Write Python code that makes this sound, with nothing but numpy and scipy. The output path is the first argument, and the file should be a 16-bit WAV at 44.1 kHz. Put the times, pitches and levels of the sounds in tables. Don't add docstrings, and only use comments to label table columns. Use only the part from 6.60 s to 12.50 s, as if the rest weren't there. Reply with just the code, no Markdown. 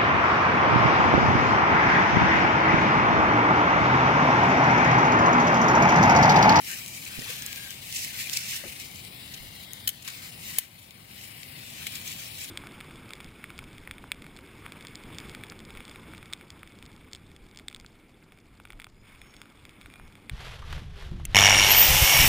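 import sys
import numpy as np
from scipy import signal
from scipy.fft import rfft, irfft, next_fast_len
from scipy.io import wavfile
from scipy.ndimage import uniform_filter1d, map_coordinates

SR = 44100
rng = np.random.default_rng(int(sys.argv[2]) if len(sys.argv) > 2 else 0)


def master_out(mix):
    frames = np.transpose(np.atleast_2d(mix))
    ceiling = np.clip(frames, -1, 1)
    pcm = np.round(ceiling * 32767).astype(np.int16)
    wavfile.write(sys.argv[1], SR, pcm)


def to_linear_factor(level_db):
    exponent = np.asarray(level_db, float) / 20
    return 10 ** exponent


N = 260190

# (frequency [Hz], density [dB per Hz])
RUMBLE = [(12, -51), (22, -26), (43, -13), (112, -2), (224, -8.5), (290, -13), (400, -18.5), (738, -15.5),
          (1300, -20.5), (2400, -33.5), (3600, -76)]
# (frequency [Hz], left-right likeness [0-1])
RUMBLE_ALIKE = [(30, 0.29), (60, 0.94), (130, 0.91), (290, 0.88), (640, 0.28), (1200, 0.45)]
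# (frequency [Hz], lead of the left port [rad])
RUMBLE_LEAD = [(150, 0), (430, 0.58), (700, 2), (1120, 4)]
# (time [s], flow [dB], aim at the bark [dB])
FLOW = [(0, -48, 8.5), (.06, -44, -1), (.4, -49, 3), (.62, -45, 5.5), (.8, -47, -0.5), (1.01, -45.5, 5),
        (1.18, -49.5, 0), (1.3, -46.5, 0.5), (1.69, -44.5, 2.5), (2.02, -46, 4.5), (2.42, -51.5, -1),
        (3.1, -54, 4), (3.76, -52.5, 0), (4.1, -52.5, 3), (4.38, -55.5, 9), (5.1, -48.5, 1.5),
        (5.71, -49, -4.5), (5.9, -49.5, 1.5)]
# (centre [s], rise [dB], half width [s], aim [dB])
SURGES = [(0.118, 6, 0.04, 4.5), (.19, 4, 0.012, -2), (.34, 2, 0.071, -10), (.47, 2.5, 0.085, -2),
          (.71, 6.5, 0.037, 2.5), (.87, 2, 0.02, 6), (1.36, 5.5, 0.043, -10), (1.44, 4.5, 0.042, -11),
          (1.611, 5.5, 0.026, -2), (1.755, 3.5, 0.077, -4), (1.83, 4, 0.088, -2.5), (1.919, 8, 0.042, -5),
          (1.971, 7.5, 0.032, -3.5), (2.1, 2, 0.014, -6), (2.21, 2, 0.016, -7), (2.75, 4, 0.052, 5),
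          (3.2, 0.5, 0.015, -4), (3.32, 3.5, 0.041, 9), (3.488, 7.5, 0.033, 4.5), (3.6, 7.5, 0.13, 4),
          (3.891, 9, 0.086, 0.5), (4.009, 8, 0.049, 2), (4.22, 2, 0.047, -8), (4.608, 6, 0.11, -7.5),
          (4.85, 0.5, 0.028, -6), (5.26, 3.5, 0.082, 2), (5.36, 3.5, 0.04, 0.5), (5.52, 3.5, 0.11, 2.5),
          (5.817, 6, 0.042, -2)]
# (centre [s], loss [dB], half width [s])
SHADOWS = [(.3, 1, 0.081), (1.18, 3, 0.05), (2.55, 9, 0.15), (2.95, 1, 0.081), (3.25, 7, 0.04),
           (3.1, 5, 0.051), (3.76, 11, 0.026), (4.14, 4, 0.055), (4.37, 8, 0.083), (4.73, 10, 0.075),
           (4.93, 13, 0.076), (5.71, 9, 0.028), (4.54, 8, .04), (5.34, 6, 0.065)]
# (frequency [Hz], level [dB])
SHADOW_BAND = [(4600, -28), (5200, -16), (6300, 4), (7400, -20), (8300, -30), (11500, -30), (13000, 3),
               (14300, -30)]
# (time [s], lead [ms])
LEAD = [(0, .5), (.3, .48), (.42, .2), (1.2, .13), (1.3, .48), (2.05, .48), (2.2, .21), (3.8, .2),
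        (3.95, .3), (5.1, .28), (5.25, .5), (5.9, .52)]
# (time [s], delay [ms], share [0-1])
MIRROR = [(0, 1.3, .15), (.8, 1.22, .2), (1.5, 1.5, .1), (2.5, 1.3, .35), (2.64, 1.04, .45),
          (3.02, 1.0, .5), (3.06, .57, .65), (3.3, .57, .6), (3.8, 1.1, .2), (4.3, .82, .3),
          (4.47, 1.0, .35), (4.75, 1.0, .3), (5.2, 1.2, .2), (5.9, 1.3, .2)]
# (frequency [Hz], density [dB per Hz])
DRUMMING = [(700, -17), (1050, -5), (1420, -3), (1540, 4), (1700, 2.5), (1850, 7), (2300, -14)]
# (frequency [Hz], density [dB per Hz])
SPATTER = [(1300, -66), (1750, -14), (2000, -5), (2400, -3), (3000, 0), (4200, 0.5), (5200, -4.5),
           (7500, -22)]
# (frequency [Hz], density [dB per Hz])
SWIRL = [(3200, -57), (4600, -4), (5500, 2), (7100, 4), (8300, 1.5), (10500, -15.5)]
# (frequency [Hz], density [dB per Hz])
MIST = [(6000, -22), (8200, -2), (9500, -1), (11000, -1), (13000, -2.5), (15000, 1), (15800, -5.5),
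        (16000, -68)]
# (time [s], level [dB])
GRAZE = [(0, -5.5), (.5, -2.5), (.9, 1), (1.3, -1), (1.6, -1), (2.1, -2.5), (2.6, 1.5), (3.1, 2),
         (3.5, 0.5), (3.85, -3.5), (4.3, -0.5), (4.7, -3.5), (5.1, -0.5), (5.5, -0.5), (5.9, -0.5)]
# (frequency [Hz], level [dB])
GRAZE_BAND = [(2900, -33), (3250, 3.5), (3800, -1.5), (4600, 1), (5300, -28), (7000, -120)]
# (value at the usual flow [dB], per flow [dB/dB], per aim [dB/dB])
DRUMMING_LAW, SWIRL_LAW = (-60.5, 1.47, 0.88), (-48.5, 1.3, -0.39)
MIST_LAW, PAN_LAW = (-46, 0.96, -0.14), (5.9, -0.51, 0.18)
# (centre [s], half width [s], from [Hz], to [Hz], level [dB])
HOLLOWS = [(.12, .05, 2900, 2700, -55), (.33, .1, 2400, 2300, -59), (.7, .05, 2600, 2700, -55),
           (.98, .16, 1690, 1580, -56), (1.39, .065, 7300, 7400, -49), (1.62, .03, 7300, 7300, -53),
           (1.75, .035, 7300, 7400, -49), (.7, .03, 7000, 7400, -54), (1.7, .12, 2300, 2700, -52),
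           (2.08, .07, 2620, 2600, -58), (2.18, .09, 2500, 2450, -58), (2.61, .07, 3750, 3950, -58),
           (2.84, .07, 2150, 2150, -61), (2.25, .08, 2150, 2150, -60), (2.6, .1, 2200, 2150, -65),
           (2.9, .11, 2950, 2800, -61), (3.0, .06, 4050, 3900, -57), (3.1, .09, 2050, 2150, -64),
           (3.17, .08, 3800, 3700, -61), (3.55, .08, 2300, 2100, -59), (3.74, .05, 3900, 3700, -63),
           (4.4, .09, 4600, 3600, -68), (4.36, .06, 2250, 2250, -66), (4.56, .06, 3000, 2950, -63),
           (4.8, .06, 3250, 3300, -62), (4.87, .14, 2350, 2000, -63), (5.2, .1, 3000, 3100, -59),
           (5.82, .03, 2200, 2800, -54), (5.46, .12, 3000, 3100, -58), (2.0, .05, 3000, 2900, -55)]
# (time [s], peak [dB], left-right [dB], high part [dB])
SPITS = [(0.11, -25.5, 7, -12), (0.699, -24, 6, -21), (1.361, -16.5, 3, -26), (1.73, -17, -7.5, -24),
         (1.764, -19.5, 13, -24), (2.737, -24, 3, -29), (3.296, -28, 0, -12), (3.421, -31, 6, -13),
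         (3.445, -29, 4, -16), (3.476, -23, 7, -14), (3.496, -28, 2.5, -20), (3.512, -35, 1, -18),
         (4.01, -42, 3, -12), (5.351, -23, 8, -25)]
# (time [s], peak [dB],
# frequency [Hz], t60 [s])
PLINKS = [(0.1326, -30.5, 2870, 0.036), (0.3755, -34, 2370, 0.028), (0.464, -27, 2570, 0.018),
          (0.62, -31, 1900, 0.027), (0.78, -34, 2750, 0.03), (1.0937, -33, 3100, 0.034),
          (1.448, -30, 2200, .025), (1.671, -30, 2350, 0.026), (1.771, -24.5, 2250, 0.036),
          (1.9145, -28.5, 2400, 0.039), (2.037, -34, 2020, 0.03), (2.2994, -40, 2250, 0.04),
          (3.4845, -32, 2200, 0.03), (5.2675, -31, 3750, 0.022), (5.268, -33, 4600, .015),
          (5.268, -33, 7400, .015), (5.269, -28, 3000, 0.03)]
# (time [s], peak [dB], left-right [dB], low part [dB], t60 [s])
TICKS = [(0.8222, -21.5, 5, -23, 0.0043), (0.8634, -18, 2, -20, 0.0025), (.868, -28, 2, -20, .004),
         (0.6, -28, 4, -10, .006), (0.62, -26, 3, -15, .006), (0.96, -25, 3, -8, .005),
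         (.979, -32, 4, -14, .006), (0.86, -32, 7, -16, .006), (0.9293, -24, 4, -6, 0.005),
         (1.1067, -27, 14, -11, .004), (1.6716, -31, 10, -8, 0.004), (1.697, -20, 0, -6, .006),
         (1.6097, -27, 0, -6, 0.0055), (1.8911, -24, 0, -12, .005), (2.0813, -28, 2, -10, .005),
         (2.3141, -31, 3, -12, .004), (5.502, -31, 1, -10, .005), (1.772, -9, -1.5, -20.5, 0.0078),
         (2.2, -24, 1, -26, .005), (2.359, -31, -5, -27, .004), (2.4497, -32.5, 9, -10, .004),
         (3.134, -28, 15, -27, 0.0023), (3.4777, -25.5, -2, 0, .005), (3.487, -27, -2, -4, .005),
         (3.503, -30, 2, -4, .006), (4.308, -38, 6, 6, 0.005), (4.832, -32, 7, -6.5, 0.01),
         (5.845, -26, -4, -10, 0.0048), (0.5948, -30, 0, -1, 0.0098), (.262, -25, 7, -9, 0.0055),
         (.452, -24, 11, -27, 0.01), (1.326, -22, 2, -10, .005), (1.4478, -20, 4, -8, .005),
         (0.28, -30, 8, -12, .005)]
# (time [s], peak
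# [dB], left-right [dB], frequency [Hz], t60 [s])
KNOCKS = [(0.59, -32, -20, 245, 0.018), (.581, -38, -16, 124, 0.061), (0.61, -47.5, -10, 428, 0.096),
          (0.6223, -40, -13, 190, 0.029), (0.62, -44, -8, 230, .025), (.695, -44, -3, 494, 0.12),
          (0.66, -47, -8, 860, 0.049), (2.038, -35.5, 13, 575, 0.056), (2.08, -45, 4, 78, 0.17),
          (2.045, -51, 2, 510, 0.053), (2.052, -37.5, 12, 360, 0.063), (2.067, -43, 3, 500, 0.1),
          (2.086, -45, 5, 100, 0.15), (2.055, -41.5, -2, 223, 0.15), (2.041, -43, 4, 1250, 0.022),
          (2.058, -43, -1, 590, 0.031), (2.122, -47, -2, 190, 0.074), (2.742, -42, 5, 146, 0.088),
          (2.8, -51.5, -13, 42.5, 0.49), (3.477, -40.5, 6, 1070, 0.029), (3.984, -28.5, 27, 606, 0.0047),
          (5.2677, -28, -1, 2200, 0.018), (5.267, -44, 2, 1400, 0.016)]
# (time [s], peak [dB], left-right [dB], high part [dB], rattle [s])
SNAPS = [
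    (3.2752, -16.5, 4.5, -10.5, 0.0045),
    (3.2891, -17.5, 9, -11.5, 0.0039),
    (3.985, -14, 6, -6, 0.0022),
    (5.268, -17.5, 4, -17.5, 0.0014),
]
# (frequency [Hz], density [dB per Hz])
HOUSING = [(1100, -24), (1500, -9), (2300, -6), (2650, -6.5), (3100, 4.5), (3450, -5), (3800, -5),
           (4500, -3), (5300, -11), (7500, -46)]
# (frequency [Hz], width [Hz], level [dB])
VALVE_MODES = [(3530, 650, 3), (6680, 250, -50), (9100, 160, -27), (9400, 170, -28), (10850, 260, 0),
               (11960, 200, 11.5), (15250, 310, 5)]
# (frequency [Hz], left port minus right port [dB])
PORTS = [(600, -4), (1100, 9), (1750, 13), (2450, 14.5), (3100, 3.5), (4000, 0), (5300, -7), (6500, -2),
         (8000, -0.5), (12500, -2), (15000, 0.5)]

RUMBLE_DB, USUAL_FLOW_DB = -50.5, -47
SHADOW_ON_MIST, SHADOW_ON_PAN, SHADOW_ON_BAND = 0.25, 0.63, 0.37
HOLLOW_WIDTH_HZ, HOLLOW_USUAL_HZ, HOLLOW_PAN_DB = 190, 2800, 2
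SPIT_LOW_DB, SPIT_HOLD_S = -12.5, 0.0073
TICK_HIGH_DB, TICK_BRIGHT_DB = -18, 8
SNAP_LOW_DB = -11.5
TOP_HZ = 15920


def unit(x):
    return x / np.sqrt(np.mean(x ** 2) + 1e-20)


def along(points, hz):
    f, v = np.transpose(points)
    return np.interp(np.log(hz + 1), np.log(f + 1), v)


def curves(rows):
    s, *cols = np.transpose(rows)
    return [np.interp(np.arange(N) / SR, s, c) for c in cols]


def wobble(rate):
    knots = rng.standard_normal(int(N * rate / SR) + 4)
    return map_coordinates(knots, [np.arange(N) * rate / SR])


def filtered(x, response):
    m = next_fast_len(N + 8192)
    return irfft(rfft(x, m) * response(np.fft.rfftfreq(m, 1 / SR)), m)[..., :N]


def coloured(x, spectrum):
    points = [(spectrum[0][0] / 2, -120)] + spectrum
    return filtered(x, lambda hz: to_linear_factor(along(points, hz)))


def patchy(patchy_db, channels):
    z = signal.stft(rng.standard_normal((channels, N)), nperseg=512)[2]
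    field = uniform_filter1d(rng.standard_normal(z.shape[1:]), size=6, axis=0)
    field = uniform_filter1d(field, size=10, axis=1)
    return signal.istft(z * to_linear_factor(patchy_db * unit(field)), nperseg=512)[1][:, :N]


def sides(pan_db):
    return to_linear_factor(np.array([pan_db / 2, -pan_db / 2]))


def late(x, ms):
    lag = np.round(ms * SR / 1000).astype(int)
    return x[np.clip(np.arange(N) - lag, 0, N - 1)]


def rumble():
    def turn(hz):
        return np.arccos(np.clip(along(RUMBLE_ALIKE, hz), -1, 1)) / 2

    def mid_side(hz):
        return to_linear_factor(along(RUMBLE, hz)) * [np.cos(turn(hz)), np.sin(turn(hz))]

    mid, side = filtered(patchy(0.39, channels=2), mid_side)
    pair = np.array([mid + side, mid - side])
    pair = filtered(pair, lambda hz: np.exp(.5j * along(RUMBLE_LEAD, hz) * [[1], [-1]]))
    return to_linear_factor(RUMBLE_DB + 0.83 * wobble(2.78)) * unit(pair)


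def jet():
    (flow_db, aim_db), t = curves(FLOW), np.arange(N) / SR
    for s, rise_db, width_s, turn_db in SURGES:
        bell = np.exp(-((t - s) / width_s) ** 2)
        flow_db, aim_db = flow_db + rise_db * bell, aim_db + turn_db * bell
    return flow_db - USUAL_FLOW_DB, aim_db


def shadow():
    t = np.arange(N) / SR
    return sum(loss_db * np.exp(-((t - s) / width_s) ** 2) for s, loss_db, width_s in SHADOWS)


def droplets(direct, patchy_db):
    near, left, right = patchy(patchy_db, channels=3)
    lag_ms = curves(LEAD)[0] + .015 * wobble(2.5)
    shared = np.array([late(near, lag_ms), near])
    return np.sqrt(direct) * shared + np.sqrt(1 - direct) * np.array([left, right])


def patter(count, centre_hz, cycles, spread_db):
    when, pitch, size, side = rng.random(count), *rng.standard_normal((3, count))
    hz, t = centre_hz * np.exp(.35 * pitch)[:, None], np.arange(400) / SR
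    envelope = np.exp(-t * hz / cycles) * (1 - np.exp(-t * hz / 2))
    grains = to_linear_factor(spread_db * size)[:, None] * np.sin(2 * np.pi * hz * t) * envelope
    at = (when * N).astype(int)[:, None] + np.arange(400)
    pair = [np.bincount(at.ravel(), (grains * g[:, None]).ravel(), N)[:N] for g in sides(4 * side)]
    return unit(np.array(pair))


def mirrored(pair):
    delay_ms, share = curves(MIRROR)
    echo = np.array([late(pair[0], delay_ms), 0.8 * late(pair[1], 1.123 * delay_ms)])
    return (pair + share * echo) / np.sqrt(1 + share ** 2)


def spray():
    (flow_db, aim_db), loss_db = jet(), shadow()
    laws = (DRUMMING_LAW, SWIRL_LAW, MIST_LAW, PAN_LAW)
    drumming_db, swirl_db, mist_db, pan_db = (db + a * flow_db + b * aim_db for db, a, b in laws)
    flutter_db = 0.76 * wobble(30) + 1.0 * wobble(80) + 0.52 * wobble(250)

    drumming = unit(coloured(droplets(0.85, patchy_db=3.5), DRUMMING))
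    leaf_drops = patter(count=1500, centre_hz=3016, cycles=9.2, spread_db=4.0)
    spatter = mirrored(droplets(0.45, patchy_db=1.0) + to_linear_factor(-20.5) * leaf_drops)
    spatter = unit(coloured(spatter, SPATTER))
    spatter = spatter + (to_linear_factor(curves(GRAZE)[0]) - 1) * coloured(spatter, GRAZE_BAND)
    fine_drops = patter(count=1500, centre_hz=6740, cycles=6.0, spread_db=8)
    swirl = unit(coloured(droplets(0.08, patchy_db=2.2) + to_linear_factor(-15.5) * fine_drops, SWIRL))
    mist = unit(coloured(droplets(0.21, patchy_db=2.5), MIST))

    coarse = to_linear_factor(drumming_db) * drumming + to_linear_factor(flow_db - 44.5) * spatter
    fine = to_linear_factor(swirl_db - loss_db) * swirl + to_linear_factor(mist_db - SHADOW_ON_MIST * loss_db) * mist
    hiss = coarse * sides(0.47 * pan_db) + fine * sides(pan_db + SHADOW_ON_PAN * loss_db)
    hiss = to_linear_factor(flutter_db) * hiss
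    return hiss - (1 - to_linear_factor(-SHADOW_ON_BAND * loss_db)) * coloured(hiss, SHADOW_BAND + [(17000, -120)])


def hollows():
    out, sway = np.zeros(N + SR), wobble(HOLLOW_WIDTH_HZ) + 1j * wobble(HOLLOW_WIDTH_HZ)
    for s, width_s, from_hz, to_hz, db in HOLLOWS:
        at = np.arange(round((s - 2 * width_s) * SR), round((s + 2 * width_s) * SR))
        u = (at / SR - s) / width_s
        hz = from_hz + (to_hz - from_hz) * np.clip(u + 1, 0, 2) / 2
        speed = (from_hz / HOLLOW_USUAL_HZ) ** (2 if from_hz > HOLLOW_USUAL_HZ else 1)
        own_sway = sway[np.round(at * speed + from_hz * 20).astype(int) % N]
        hum = np.real(own_sway * np.exp(2j * np.pi * np.cumsum(hz) / SR))
        out[at] += to_linear_factor(db) * np.exp(-u ** 4) * hum
    return out[:N] * sides(HOLLOW_PAN_DB)[:, None]


def bursts(rows, low):
    parts, t = np.zeros((3, 2, N + SR)), np.arange(SR // 8) / SR
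    for s, db, pan_db, low_db, high_db, rise, hold, t60 in rows:
        decay_db = 60 * np.maximum(t - hold, 0) / max(t60, .002)
        shape = to_linear_factor(db - decay_db) * (1 - np.exp(-t / rise))
        crack = shape * (0.75 * rng.standard_normal(len(t)) + 0.61 * rng.standard_normal((2, len(t))))
        if rise < .001:
            crack[:, :4] += 0.9 * to_linear_factor(db) * np.array([1, 1, -1, -1])
        strengths = to_linear_factor(np.array([low_db + 10.0, -5, high_db + 11.5]))[:, None, None]
        start = round(s * SR)
        parts[:, :, start:start + len(t)] += strengths * crack * sides(pan_db)[:, None]
    parts[:, 1] = np.roll(parts[:, 1], -13, axis=-1)
    return sum(coloured(p[:, :N], c) for p, c in zip(parts, (low, SWIRL, MIST)))


def air_spits():
    rows = [(s, db - 6.5, pan_db, SPIT_LOW_DB, high_db, .002, SPIT_HOLD_S, .03)
            for s, db, pan_db, high_db in SPITS]
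    return bursts(rows, SPATTER)


def damped_modes(rows):
    out, t = np.zeros((2, N + SR)), np.arange(SR // 4) / SR
    for s, db, pan_db, hz, t60 in rows:
        puff = unit(uniform_filter1d(rng.standard_normal(len(t)), size=120))
        rough = 1 + 0.51 * np.minimum(t / .008, 1) * puff
        envelope = to_linear_factor(db - 60 * t / t60) * (1 - np.exp(-t / 0.00056))
        blow = envelope * np.sin(2 * np.pi * hz * t) * rough
        out[:, round(s * SR):round(s * SR) + len(t)] += blow * sides(pan_db)[:, None]
    return out[:, :N]


def plinks():
    return damped_modes([(s, db - 4.0, 0, hz, t60) for s, db, hz, t60 in PLINKS])


def leaf_cracks():
    rows = []
    for s, db, pan_db, low_db, t60 in TICKS:
        high_db = TICK_HIGH_DB + TICK_BRIGHT_DB * np.log2(0.0041 / t60)
        rows.append((s, db + 0.5, pan_db, low_db, high_db, .0001, .0003, t60))
    return bursts(rows, SPATTER)


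def knocks():
    return damped_modes(KNOCKS)


def snaps():
    def body(hz):
        response = .5
        for k, (centre, width, db) in enumerate(VALVE_MODES):
            damping = 1j * hz * width
            response = response + (-1) ** k * to_linear_factor(db) * damping / (centre ** 2 - hz ** 2 + damping)
        return response

    rows = [(s, db, pan_db, SNAP_LOW_DB, high_db, .0001, rattle, .012)
            for s, db, pan_db, high_db, rattle in SNAPS]
    direct = filtered(bursts(rows, HOUSING), body)
    t = np.arange(SR // 4) / SR
    tail = rng.standard_normal((2, len(t))) * (to_linear_factor(-60 * t / .045) + to_linear_factor(-22 - 60 * t / .2))
    tail = tail / np.linalg.norm(tail[0])
    return direct + to_linear_factor(-5.5) * signal.fftconvolve(direct, tail, axes=1)[:, :N]


def scene():
    near = spray() + hollows() + air_spits() + plinks() + leaf_cracks() + knocks() + snaps()
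    return rumble() + filtered(near, lambda hz: sides(along(PORTS, hz)) * (hz < TOP_HZ))


def ducked(x, knee_db, ratio, release_db):
    power = np.abs(uniform_filter1d(np.mean(x ** 2, axis=0), size=200))
    level_db = 10 * np.log10(power + 1e-12)
    climb = release_db * np.arange(N) / SR
    cut_db = np.maximum.accumulate(ratio * np.maximum(level_db - knee_db, 0) + climb) - climb
    return x * to_linear_factor(-uniform_filter1d(np.roll(cut_db, 400), size=400))


def top_cut(x):
    return signal.sosfilt(signal.butter(12, 17000, fs=SR, output="sos"), x)


def record(dry):
    steady = ducked(dry, knee_db=-26.5, ratio=0.58, release_db=6.5)
    mix = steady / (1 + np.abs(steady / .46) ** 6) ** (1 / 6)
    return top_cut(mix)


dry = scene()
out = record(dry)
master_out(out)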